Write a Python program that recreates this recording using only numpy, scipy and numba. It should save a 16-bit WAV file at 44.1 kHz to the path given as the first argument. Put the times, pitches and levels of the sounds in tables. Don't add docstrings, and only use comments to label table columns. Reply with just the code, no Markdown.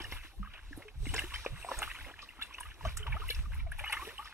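import sys
import numpy as np
from scipy import signal
from scipy.fft import rfft, irfft, next_fast_len
from scipy.io import wavfile
from scipy.ndimage import uniform_filter1d
from numba import njit

SR = 44100
rng = np.random.default_rng(int(sys.argv[2]) if len(sys.argv) > 2 else 0)


def nominal_scale(level):
    x = np.asarray(level, float) / 20
    return 10 ** x


def file_out(sig):
    cols = np.atleast_2d(sig).T
    lim = np.clip(cols, -1, 1)
    pcm = np.round(lim * 32767).astype(np.int16)
    wavfile.write(sys.argv[1], SR, pcm)


N = 190953


def level(x):
    return x / np.sqrt(np.mean(x ** 2))


def colour(x, points):
    hz, db = np.transpose(points)
    size = next_fast_len(N)
    log_hz = np.log(np.arange(size // 2 + 1) * SR / size + 1)
    gain = nominal_scale(np.interp(log_hz, np.log(hz), db))
    return irfft(rfft(x, size) * gain, size)[..., :N]


def band(x, low_hz, high_hz, order=2):
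    limits = [low_hz, min(high_hz, .45 * SR)]
    return signal.sosfilt(signal.butter(order, limits, "bandpass", fs=SR, output="sos"), x)


def walk(rate, channels=1):
    k = int(SR / rate)
    held = np.repeat(rng.standard_normal((channels, N // 200)), k, axis=1)[:, :N]
    return level(uniform_filter1d(uniform_filter1d(held, k), k))


def swells(s, db, half_s, floor_db):
    away = (np.arange(N)[:, None] / SR - s) / np.clip(half_s, .015, .3)
    bells = nominal_scale(db - 6 * np.minimum(away ** 2, 20))
    return 10 * np.log10(nominal_scale(floor_db) ** 2 + np.sum(bells ** 2, axis=1))


def bursts(s, db, ms, rise_ms):
    env = np.zeros(N)
    for at, size, t60 in zip((s * SR).astype(int), nominal_scale(db), ms / 1000):
        t = np.arange(min(int(t60 * SR), N - at)) / SR
        env[at:at + len(t)] += size * 1000. ** (-t / t60) * np.minimum(t * 1000 / rise_ms, 1)
    return env


def hiss(low_hz, high_hz, apart):
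    noise = rng.standard_normal((3, N))
    return level(band(noise[0] + apart * noise[1:], low_hz, high_hz))


@njit
def ring(s, hz, t60, glide, size, rise, lag):
    out = np.zeros((2, N))
    for e in range(len(s)):
        n = int(t60[e] * SR)
        fall = np.exp(-np.log(1000.) / n)
        for c in range(2):
            at = s[e] * SR + (1 - c) * lag[e]
            first = int(at) + 1
            step = 2 * np.pi * hz[e] / SR
            phase = step * (first - at)
            strength = size[e]
            for i in range(max(0, min(n, N - first))):
                if first + i >= 0:
                    onset = min(1., (i + 1) / (rise[e] * SR + 1))
                    out[c, first + i] += strength * onset * np.sin(phase)
                phase += min(step * (1 + glide[e] * i / n), 2.8)
                strength *= fall
    return out


def swarm(low_hz, high_hz, cycles, scatter_db, spread, noise, apart, count, glide=1):
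    when, pitch, strength, length, bend = rng.random((count, 5)).T
    side = rng.standard_normal(count)
    hz = low_hz * (high_hz / low_hz) ** pitch
    size = nominal_scale(np.minimum(-scatter_db * np.log(strength + 1e-4), 4 * scatter_db))
    t60 = cycles * (1.0 + 2.37 * length) / hz
    grains = ring(when * N / SR, hz, t60, glide * (0.855 * bend - .15), size, 0.041 * t60, spread * side)
    return level(level(grains) + noise * hiss(low_hz, high_hz, apart))


def ragged(x, depth=0.23, hz=350):
    wobble = level(band(rng.standard_normal(N), 130, hz, order=1))
    return x * (1 + depth * wobble) / np.sqrt(1 + depth ** 2)


def air():
    # f/Hz, level/dB per Hz
    air_tone = [(120, -10), (200, 18.5), (2170, -21), (4410, -44), (10800, -36), (15500, -10)]
    near = level(colour(hiss(80, 2700, 0.12), air_tone)) * nominal_scale(-75.5)
    far = level(colour(hiss(2000, 21000, 3.3), air_tone)) * nominal_scale(-75.5 - 35)
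    return near + far


def breeze():
    # middle t/s, thump level/dB, half length/s, flutter over the thump/dB
    gusts = [(0.022, -46.5, 0.073, -2), (0.13, -40.5, 0.041, -18), (0.212, -47.5, 0.05, -26),
             (0.409, -36.5, 0.031, -4), (0.518, -53, 0.051, -12), (0.682, -44, 0.05, -21),
             (0.77, -48.5, 0.025, 1.5), (1.013, -35, 0.034, -4.5), (1.113, -32.5, 0.055, -5),
             (1.223, -43, 0.1, -15), (1.375, -44.5, 0.073, -28), (1.526, -34.5, 0.018, -1.5),
             (1.61, -46, 0.048, -20), (1.787, -37.5, 0.019, -16), (1.873, -41.5, 0.038, -25),
             (2.024, -45.5, 0.053, -11), (2.685, -46, 0.035, -29), (2.87, -34.5, 0.03, 0),
             (2.983, -35.5, 0.076, -22), (3.115, -29.5, 0.037, -8), (3.261, -36, 0.058, -19),
             (3.391, -29.5, 0.029, -18), (3.564, -34, 0.17, -18), (3.707, -43.5, 0.094, -9),
             (3.826, -41.5, 0.052, -24), (3.984, -45, 0.045, -31)]
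    s, db, half_s, flutter_over = np.transpose(gusts)
    thump_db = swells(s, db, half_s, -57)
    flutter_db = swells(s, db + flutter_over, half_s, -72)
    noise = rng.standard_normal((2, 3, N))
    noise = noise[:, 1:] + 0.65 * noise[:, :1]
    slow = band(band(noise[0], 22, 70, order=1), 12, 84, order=3)
    thump = level(slow) * nominal_scale(thump_db - 1.2 + 1.53 * walk(23.85))
    flutter = level(band(noise[1], 80, 145, order=4)) * nominal_scale(flutter_db - 6 + 3 * walk(25))
    return thump + flutter


def bird():
    # t/s, level/dB, f/Hz, fade/ms
    hoots = [
        (0.85, -40, 425, 38),
        (1.024, -44.5, 416, 28),
        (2.997, -43, 425, 40),
        (3.193, -42.5, 438, 24),
    ]
    out, t = np.zeros(N), np.arange(N) / SR
    for s, db, hz, ms in hoots:
        age = np.clip(t - s, 0, None)
        shape = np.clip(age / 0.0074, 0, 1) * np.exp(-(age * 1000 / ms) ** 2)
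        out += nominal_scale(db) * shape * np.sin(2 * np.pi * hz * age)
    return out


def sheets():
    # middle t/s, level/dB, half length/s
    films = [
        (1.103, -58, 0.066),
        (1.66, -59.5, 0.079),
        (4.187, -62.5, 0.017),
    ]
    fizz = swarm(7900, 8970, cycles=220, scatter_db=2, spread=0.92, noise=1.0, apart=0.59, count=2000, glide=0.047)
    return fizz * nominal_scale(swells(*np.transpose(films), -107))


def slosh():
    # middle t/s, slosh level/dB, half length/s, gurgle over slosh/dB, spray over slosh/dB
    pushes = [(.02, -53.5, 0.1, 1.5, 0), (.14, -53, 0.046, -15, 3), (.25, -57, 0.047, -13, -0.5),
              (0.551, -58.5, 0.098, -19, -39), (0.802, -78.5, 0.075, 18.5, 13),
              (1.081, -66.5, 0.058, 2, 14.5), (1.181, -50, 0.068, -2.5, 3), (1.36, -54, 0.18, -10, 2),
              (1.602, -52, 0.044, -28, 0.5), (1.754, -55, 0.082, 6.5, 7), (1.9, -50, 0.13, -34, -2.5),
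              (2.052, -54.5, 0.079, -2.5, -2.5), (2.24, -60, 0.096, -5, -5), (2.452, -56.5, 0.093, -9, -11),
              (2.621, -55.5, 0.11, -7, -2.5), (2.871, -52.5, 0.067, -4.5, -0.5),
              (3.104, -51, 0.11, -8.5, -12.5), (3.304, -55.5, 0.12, -12.5, 3),
              (3.564, -55, 0.052, -16, -3.5), (3.842, -54.5, 0.091, -27, -5),
              (3.934, -42.5, 0.074, -39, -7), (4.041, -51.5, 0.077, -5, 0.5), (4.22, -56.5, 0.13, -22, -1)]
    still_db = [
        -69,
        -71,
        -65.5,
    ]
    s, db, half_s, gurgle, spray = np.transpose(pushes)
    slosh_db = swells(s, db, half_s, still_db[0])
    gurgle_db = swells(s, db + gurgle, half_s, still_db[1])
    spray_db = swells(s, db + spray, half_s, still_db[2])
    middle = swarm(837.2, 3500, cycles=20, scatter_db=1.5, spread=0.96, noise=0.5, apart=0.56, count=2600)
    large = swarm(259.4, 950, cycles=19.6, scatter_db=1.0, spread=0.65, noise=0.86, apart=0.026, count=500)
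    flicker_db = 3 * walk(55, channels=2)
    patches_db = 1.8 * walk(12, channels=3)
    fine = 0
    for hz, patch_db in zip([3700, 5700, 9300], patches_db):
        drops = swarm(hz, 1.65 * hz, cycles=220, scatter_db=2, spread=1.75, noise=1.1, apart=1.3,
                      count=2600, glide=.04)
        fine = fine + nominal_scale(patch_db) * drops
    middle = ragged(middle) * nominal_scale(slosh_db - 1.5 + flicker_db[0])
    large = large * nominal_scale(gurgle_db + 4.0 + flicker_db[1])
    return middle + large + fine * nominal_scale(spray_db - 1.0)


def spits():
    # t/s, peak level/dB, f/Hz, length/ms
    droplets = [(0.0208, -28, 5100, 3.6), (0.041, -40.5, 5320, 9), (0.1153, -44.5, 5380, 22),
                (0.766, -55.5, 12000, 47), (1.1435, -21, 7100, 5.3), (1.1629, -36, 5220, 35),
                (1.193, -43, 9600, 24), (1.3413, -45.5, 5300, 54), (1.449, -45.5, 5700, 19),
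                (1.789, -29.5, 8270, 6.6), (1.8176, -48, 10430, 88), (2.219, -46, 4430, 32),
                (2.4233, -52, 6960, 85), (2.742, -51, 5680, 8.9), (2.54, -46.5, 5740, 12.7),
                (2.605, -35.5, 8700, 11.4), (2.85, -48, 5700, 100), (2.9724, -32, 8100, 9.7),
                (2.976, -29.5, 7080, 7.1), (3.281, -48, 11500, 91), (3.3034, -22.5, 4070, 6.1),
                (3.351, -35.5, 5140, 6.4), (3.544, -53.5, 10700, 24), (3.719, -39, 10060, 7.8),
                (3.784, -48.5, 9600, 40), (3.924, -34.5, 10000, 16), (4.25, -53, 5240, 71)]
    s, db, hz, ms = np.transpose(droplets)
    ms = np.clip(ms, 2, 80)
    out = ring(s, hz, np.minimum(ms, 13) / 1000, 0 * s + 0.12, nominal_scale(db + 16.5), 0 * s + 0.0017, 0 * s)
    # t/s, peak level/dB, f/Hz
    ticks = [(0.124, -36, 11370), (1.143, -31, 5750), (1.1425, -38, 10100), (1.1918, -39, 4500),
             (1.191, -28, 7660), (1.194, -33.5, 10800), (1.341, -31, 8670), (1.351, -28, 5020),
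             (1.358, -38, 10740), (1.693, -35.5, 5570), (1.789, -22.5, 6740), (1.7889, -22, 8380),
             (1.8187, -36, 11560), (2.4159, -36, 12170), (2.4233, -28, 4020), (2.4326, -36.5, 7540),
             (2.608, -26, 9570), (2.6082, -31, 10400), (2.868, -35, 6450), (2.9716, -32, 5770),
             (2.9732, -39, 12500), (2.9756, -23.5, 7600), (3.2823, -43, 10500), (3.3062, -38, 10720),
             (3.3062, -28, 12000), (3.307, -32, 11300), (3.3287, -36, 10600), (3.7975, -34, 9800),
             (3.858, -36, 11600), (3.896, -32, 4500), (3.9074, -34, 10600), (3.9266, -31, 11500),
             (3.9274, -38, 12660), (3.927, -33, 8140), (3.9274, -31, 9300), (4.2453, -35.5, 5170)]
    at, tick_db, tick_hz = np.transpose(ticks)
    tick_s = 0 * at + 0.0107
    out = out + ring(at, 1. * tick_hz, tick_s, 0 * at + 0.021, nominal_scale(tick_db + 11.5), 0 * at + 0.0031, 0 * at)
    for low_hz, high_hz in [(3800, 5800), (6200, 10600), (8800, 14900)]:
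        spray = swarm(low_hz, high_hz, cycles=10, scatter_db=4, spread=0.5, noise=0.6, apart=0.9, count=5000)
        off_db = -18 * np.abs(np.log2(hz / np.sqrt(low_hz * high_hz)))
        out = out + bursts(s - .005, db + 9.5 + off_db, 3.6 * ms, rise_ms=9.5) * spray
    return out


def splashes():
    # t/s, peak level/dB
    cracks = [(0.0014, -23.5), (0.122, -25.5), (0.202, -40), (0.234, -33), (0.536, -30.5), (0.578, -33),
              (0.8212, -34), (0.881, -35), (1.055, -28), (1.138, -19), (1.1796, -20), (1.195, -45),
              (1.3385, -24.5), (1.462, -25), (1.828, -16.5), (2.19, -29), (2.413, -24.5), (2.582, -29),
              (3.067, -24.5), (3.39, -32.5), (3.723, -33.5), (3.792, -23.5), (3.8405, -27), (3.924, -14),
              (3.967, -30)]
    s, db = np.transpose(cracks)
    froth = swarm(640, 5000, cycles=12, scatter_db=2.5, spread=1.0, noise=1.0, apart=0.37, count=6000)
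    return bursts(s, db - 17.0, 0 * s + 79, rise_ms=0.45) * froth


def glugs():
    # t/s, peak level/dB, f/Hz, ring/ms
    big_pockets = [(0.004, -50.5, 315, 47), (0.122, -36.5, 305, 5.5), (0.247, -63.5, 297, 65),
                   (0.396, -51, 188, 210), (0.709, -56, 273, 83), (0.775, -48, 280, 40),
                   (1.067, -42.5, 255, 33), (1.13, -54, 237, 67), (1.239, -50, 333, 67),
                   (1.55, -61.5, 170, 100), (2.099, -47, 605, 5.1), (2.388, -61.5, 245, 62),
                   (2.865, -51.5, 199, 51), (3.145, -50.5, 165, 44), (3.39, -59.5, 193, 71),
                   (3.468, -59.5, 180, 97), (3.588, -68, 232, 130)]
    s, db, hz, ms = np.transpose(big_pockets)
    return ring(s, hz, np.clip(ms, 3, 200) / 1000, 0 * s + 0.29, nominal_scale(db + 22.0), 0.47 / hz, 0 * s)


def smacks():
    # t/s, peak level/dB, f/Hz, length/ms
    rising = [(0.1227, -41, 1987, 17.4), (1.14, -31.5, 930, 10), (1.1433, -29.5, 410, 31),
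              (1.32, -43, 1050, 23), (1.4632, -16.5, 466, 2.9), (1.9141, -37.5, 1785, 5.6),
              (3.805, -40.5, 554, 46), (2.187, -50, 2283, 42), (2.3923, -43, 1260, 27),
              (2.418, -40, 1583, 15), (2.4217, -33, 3310, 16), (2.544, -42.5, 2450, 12.5),
              (2.655, -40.5, 1133, 13), (2.851, -29.5, 1090, 16), (2.8862, -40.5, 2040, 1.7),
              (2.97, -38, 1230, 6.5), (0.794, -40.5, 525, 46), (3.166, -31.5, 1170, 12),
              (3.2178, -34.5, 1168, 20), (3.2913, -33, 2630, 1.9), (3.3001, -31.5, 436, 13),
              (3.306, -34, 3270, 14), (4.186, -38, 804, 49), (3.7188, -33, 1547, 9.1),
              (3.935, -30.5, 1147, 12), (3.968, -34.5, 1147, 19), (4.017, -35.5, 1075, 34),
              (4.0692, -32, 401, 33.6), (4.182, -37, 2820, 4.5), (4.1895, -34.5, 1090, 31)]
    sucking = [(0.4482, -42.5, 1170, 9.1), (0.7291, -40.5, 1794, 10), (1.0687, -40, 2280, 10.5),
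               (1.151, -32, 1780, 4.7), (1.1909, -29, 2990, 9.1), (1.341, -43, 2220, 5.9),
               (1.3592, -34.5, 2020, 3.3), (1.4511, -31, 1040, 2.2), (1.4637, -32.5, 2620, 0.79),
               (1.6876, -27.5, 1093, 10), (1.7148, -25, 583, 15), (1.7175, -20.5, 1026, 0.86),
               (1.829, -33, 1654, 10), (2.2273, -41, 1240, 13.5), (2.5848, -37, 1135, 9),
               (2.8101, -36, 1005, 8.2), (2.8515, -23, 693, 19.7), (3.0662, -33.5, 1207, 12.6),
               (3.077, -31.5, 990, 13.5), (3.664, -37.5, 715, 30), (3.785, -39, 900, 15),
               (3.839, -31, 890, 10.7), (3.895, -32.5, 920, 25)]
    steady = [(0.0434, -37.5, 1770, 7.3), (0.049, -42.5, 2860, 14), (0.43, -35.5, 1247, 10.4),
              (0.474, -38.5, 1230, 5.8), (1.1808, -29, 2060, 5.5), (1.192, -30.5, 1635, 3.4),
              (1.338, -39.5, 3077, 30), (1.627, -43.5, 2710, 8.9), (1.6477, -26.5, 697, 5.4),
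              (1.7108, -46, 1730, 43), (1.817, -43.5, 2090, 8), (1.82, -25.5, 1290, 2.5),
              (1.8225, -25, 810, 5.8), (1.878, -28.5, 1260, 0.99), (2.14, -43, 1680, 4.4),
              (3.456, -42, 1200, 15), (2.43, -40, 2730, 12), (2.6083, -34, 965, 9.3),
              (2.6328, -43.5, 1685, 9.6), (2.866, -43, 1520, 24), (3.0298, -39.5, 3025, 8.9),
              (3.128, -33.5, 2266, 8.4), (3.308, -38.5, 1685, 10), (3.31, -39.5, 2273, 20),
              (3.7935, -42.5, 2370, 6.5), (3.876, -36, 2923, 15), (3.9286, -27, 2140, 6.6),
              (3.9927, -35.5, 1043, 28)]
    # t/s, peak level/dB, f/Hz, length/ms
    blips = [(0.1235, -43.5, 1690, 18), (0.124, -44, 1010, 9.1), (0.4604, -45.5, 1570, 7.4),
             (0.823, -51, 2090, 11.0), (0.8854, -51, 2480, 5.5), (1.057, -45.5, 2720, 8.0),
             (1.0893, -44.5, 2880, 19), (1.164, -39.5, 2600, 5.3), (1.1657, -32, 1550, 6.4),
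             (1.1797, -40, 1700, 7.1), (1.1931, -34.5, 2050, 7.0), (1.2199, -36, 1710, 8.0),
             (1.3425, -40, 1230, 5.9), (1.3435, -50, 2940, 4.4), (1.3503, -39, 1560, 3.7),
             (1.36, -39, 2210, 7.0), (1.4653, -40, 1200, 7.0), (1.7418, -38.5, 1720, 5.6),
             (1.8287, -42, 2000, 6.0), (1.8302, -42, 2800, 8), (1.9888, -41, 1490, 8.5),
             (2.0479, -45.5, 2055, 12.0), (2.2899, -44, 2700, 4.3), (2.3062, -48, 1980, 6.2),
             (2.4143, -48, 2114, 17), (2.5091, -40.5, 1050, 7.4), (2.5828, -45, 2820, 12),
             (2.8515, -47, 2960, 8.0), (2.9723, -43, 1750, 5.7), (3.1218, -40.5, 1680, 15),
             (3.3083, -38, 2880, 6), (3.323, -41.5, 2740, 8.8), (3.7982, -42, 1640, 13.0),
             (3.8394, -38.5, 2070, 13), (3.8445, -37.5, 2450, 5.1), (3.8554, -40, 2100, 9.2),
             (3.858, -46, 2875, 36), (3.8975, -39, 1850, 8.7), (3.9279, -39, 2680, 5.7),
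             (3.97, -34, 1720, 8.9), (3.9737, -40, 2050, 12), (4.0883, -42.5, 1770, 12),
             (4.2284, -40, 1210, 6.5),
             (0.3356, -52, 763, 24), (0.5489, -56.5, 604, 16), (0.592, -46, 1590, 3.6),
             (0.8005, -51, 530, 19), (0.8866, -47.5, 2140, 3.0), (1.1417, -28, 690, 3.7),
             (1.3275, -43.5, 950, 31), (1.399, -52, 2350, 7.0), (1.574, -44, 1140, 7.3),
             (1.714, -35, 1270, 3.2), (1.829, -37, 2730, 3), (2.009, -41, 1890, 3.3),
             (2.0625, -42, 534, 17.0), (2.39, -43, 840, 5), (2.7144, -49, 1670, 14),
             (3.039, -45, 1378, 8.8), (3.0828, -53, 710, 4.0), (3.1394, -36.5, 870, 23),
             (3.2357, -41, 1000, 21), (3.284, -43.5, 1990, 16), (3.5051, -49, 520, 16),
             (3.521, -42.5, 1540, 2.7), (3.673, -53.5, 2150, 4), (3.808, -39, 845, 6.9),
             (4.092, -50, 2560, 6.4), (4.107, -41, 1210, 3.0), (4.2741, -45.5, 1730, 8.7),
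             (4.2946, -46, 865, 3.7)]
    # t/s, peak level/dB, f/Hz
    more_blips = [(0.006, -51, 1700), (0.054, -45, 1210), (0.197, -51, 2560), (1.141, -47, 3030),
                  (1.38, -51, 2260), (1.442, -45, 1620), (1.665, -36, 724), (1.756, -54, 2340),
                  (1.772, -41, 1360), (1.975, -53, 2500), (2.112, -43.5, 690), (2.608, -47, 1607),
                  (2.63, -48, 2770), (3.232, -54, 2170), (3.348, -48, 2583), (3.6, -48, 2260),
                  (3.862, -38, 1220), (3.867, -38.5, 1710), (3.902, -43, 2340), (3.904, -40, 1390),
                  (4.049, -52, 2900), (4.255, -40, 1180)]
    swoops = [
        (0.573, -52, 870, 21),
        (3.15, -38, 532, 45),
        (3.431, -53, 1004, 30),
        (3.55, -47, 785, 20),
    ]
    more_ms = 10.5
    small = blips + [extra + (more_ms,) for extra in more_blips]
    s, db, hz, ms = np.transpose(rising + sucking + steady + small + swoops)
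    glide = np.repeat([0.49, -0.396, 0.016, 0.15, 1.9],
                      [len(rising), len(sucking), len(steady), len(small), len(swoops)])
    t60 = (9 + 2.08 * np.clip(ms, 1, 150)) / 1000
    return ragged(ring(s - .0012, hz, t60, glide, nominal_scale(db + 6.0), 0.12 * t60, 0 * s))


def banks(x, t60=0.17, db=-12):
    t = np.arange(8000) / SR
    tail = rng.standard_normal((2, 8000)) * 1000. ** (-t / t60) * (t > .002)
    tail = tail / np.sqrt(np.sum(tail[0] ** 2))
    return x + nominal_scale(db) * signal.fftconvolve(x, tail, axes=1)[:, :N]


def ports(x):
    # f/Hz, phase/rad
    lead = [(0, 0), (300, -.42), (2500, -.5), (2900, -1), (3300, -3.3), (4100, -3.6), (6100, -6.1),
            (8500, -6.6), (10000, -8), (11500, -7.1), (16000, -7.4)]
    size = next_fast_len(N)
    left, right = rfft(x, size)
    turn = np.interp(np.arange(len(left)) * SR / size, *np.transpose(lead))
    return irfft(np.array([left * np.exp(1j * turn), right]), size)[:, :N]


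def scene():
    # f/Hz, level/dB
    phone_tone = [(200, -9), (600, -6.5), (1500, 1), (2800, 6.5), (3500, 3.5), (4500, -9), (5600, -8.5),
                  (6400, -12.5), (7300, -11.5), (8400, -9), (9500, -11), (10700, -4.5), (13000, -13),
                  (15500, -11)]
    pops = glugs() + smacks() + splashes()
    water = colour(banks(pops + spits()) + slosh() + bird(), phone_tone)
    return ports(water + air() + sheets()) + breeze()


def band_limit(x):
    return signal.sosfilt(signal.butter(12, 15800, fs=SR, output="sos"), x)


def record(dry):
    mix = signal.sosfilt(signal.ellip(12, .2, 90, 15750, fs=SR, output="sos"), dry)
    return band_limit(mix)


dry = scene()
out = record(dry)
file_out(out)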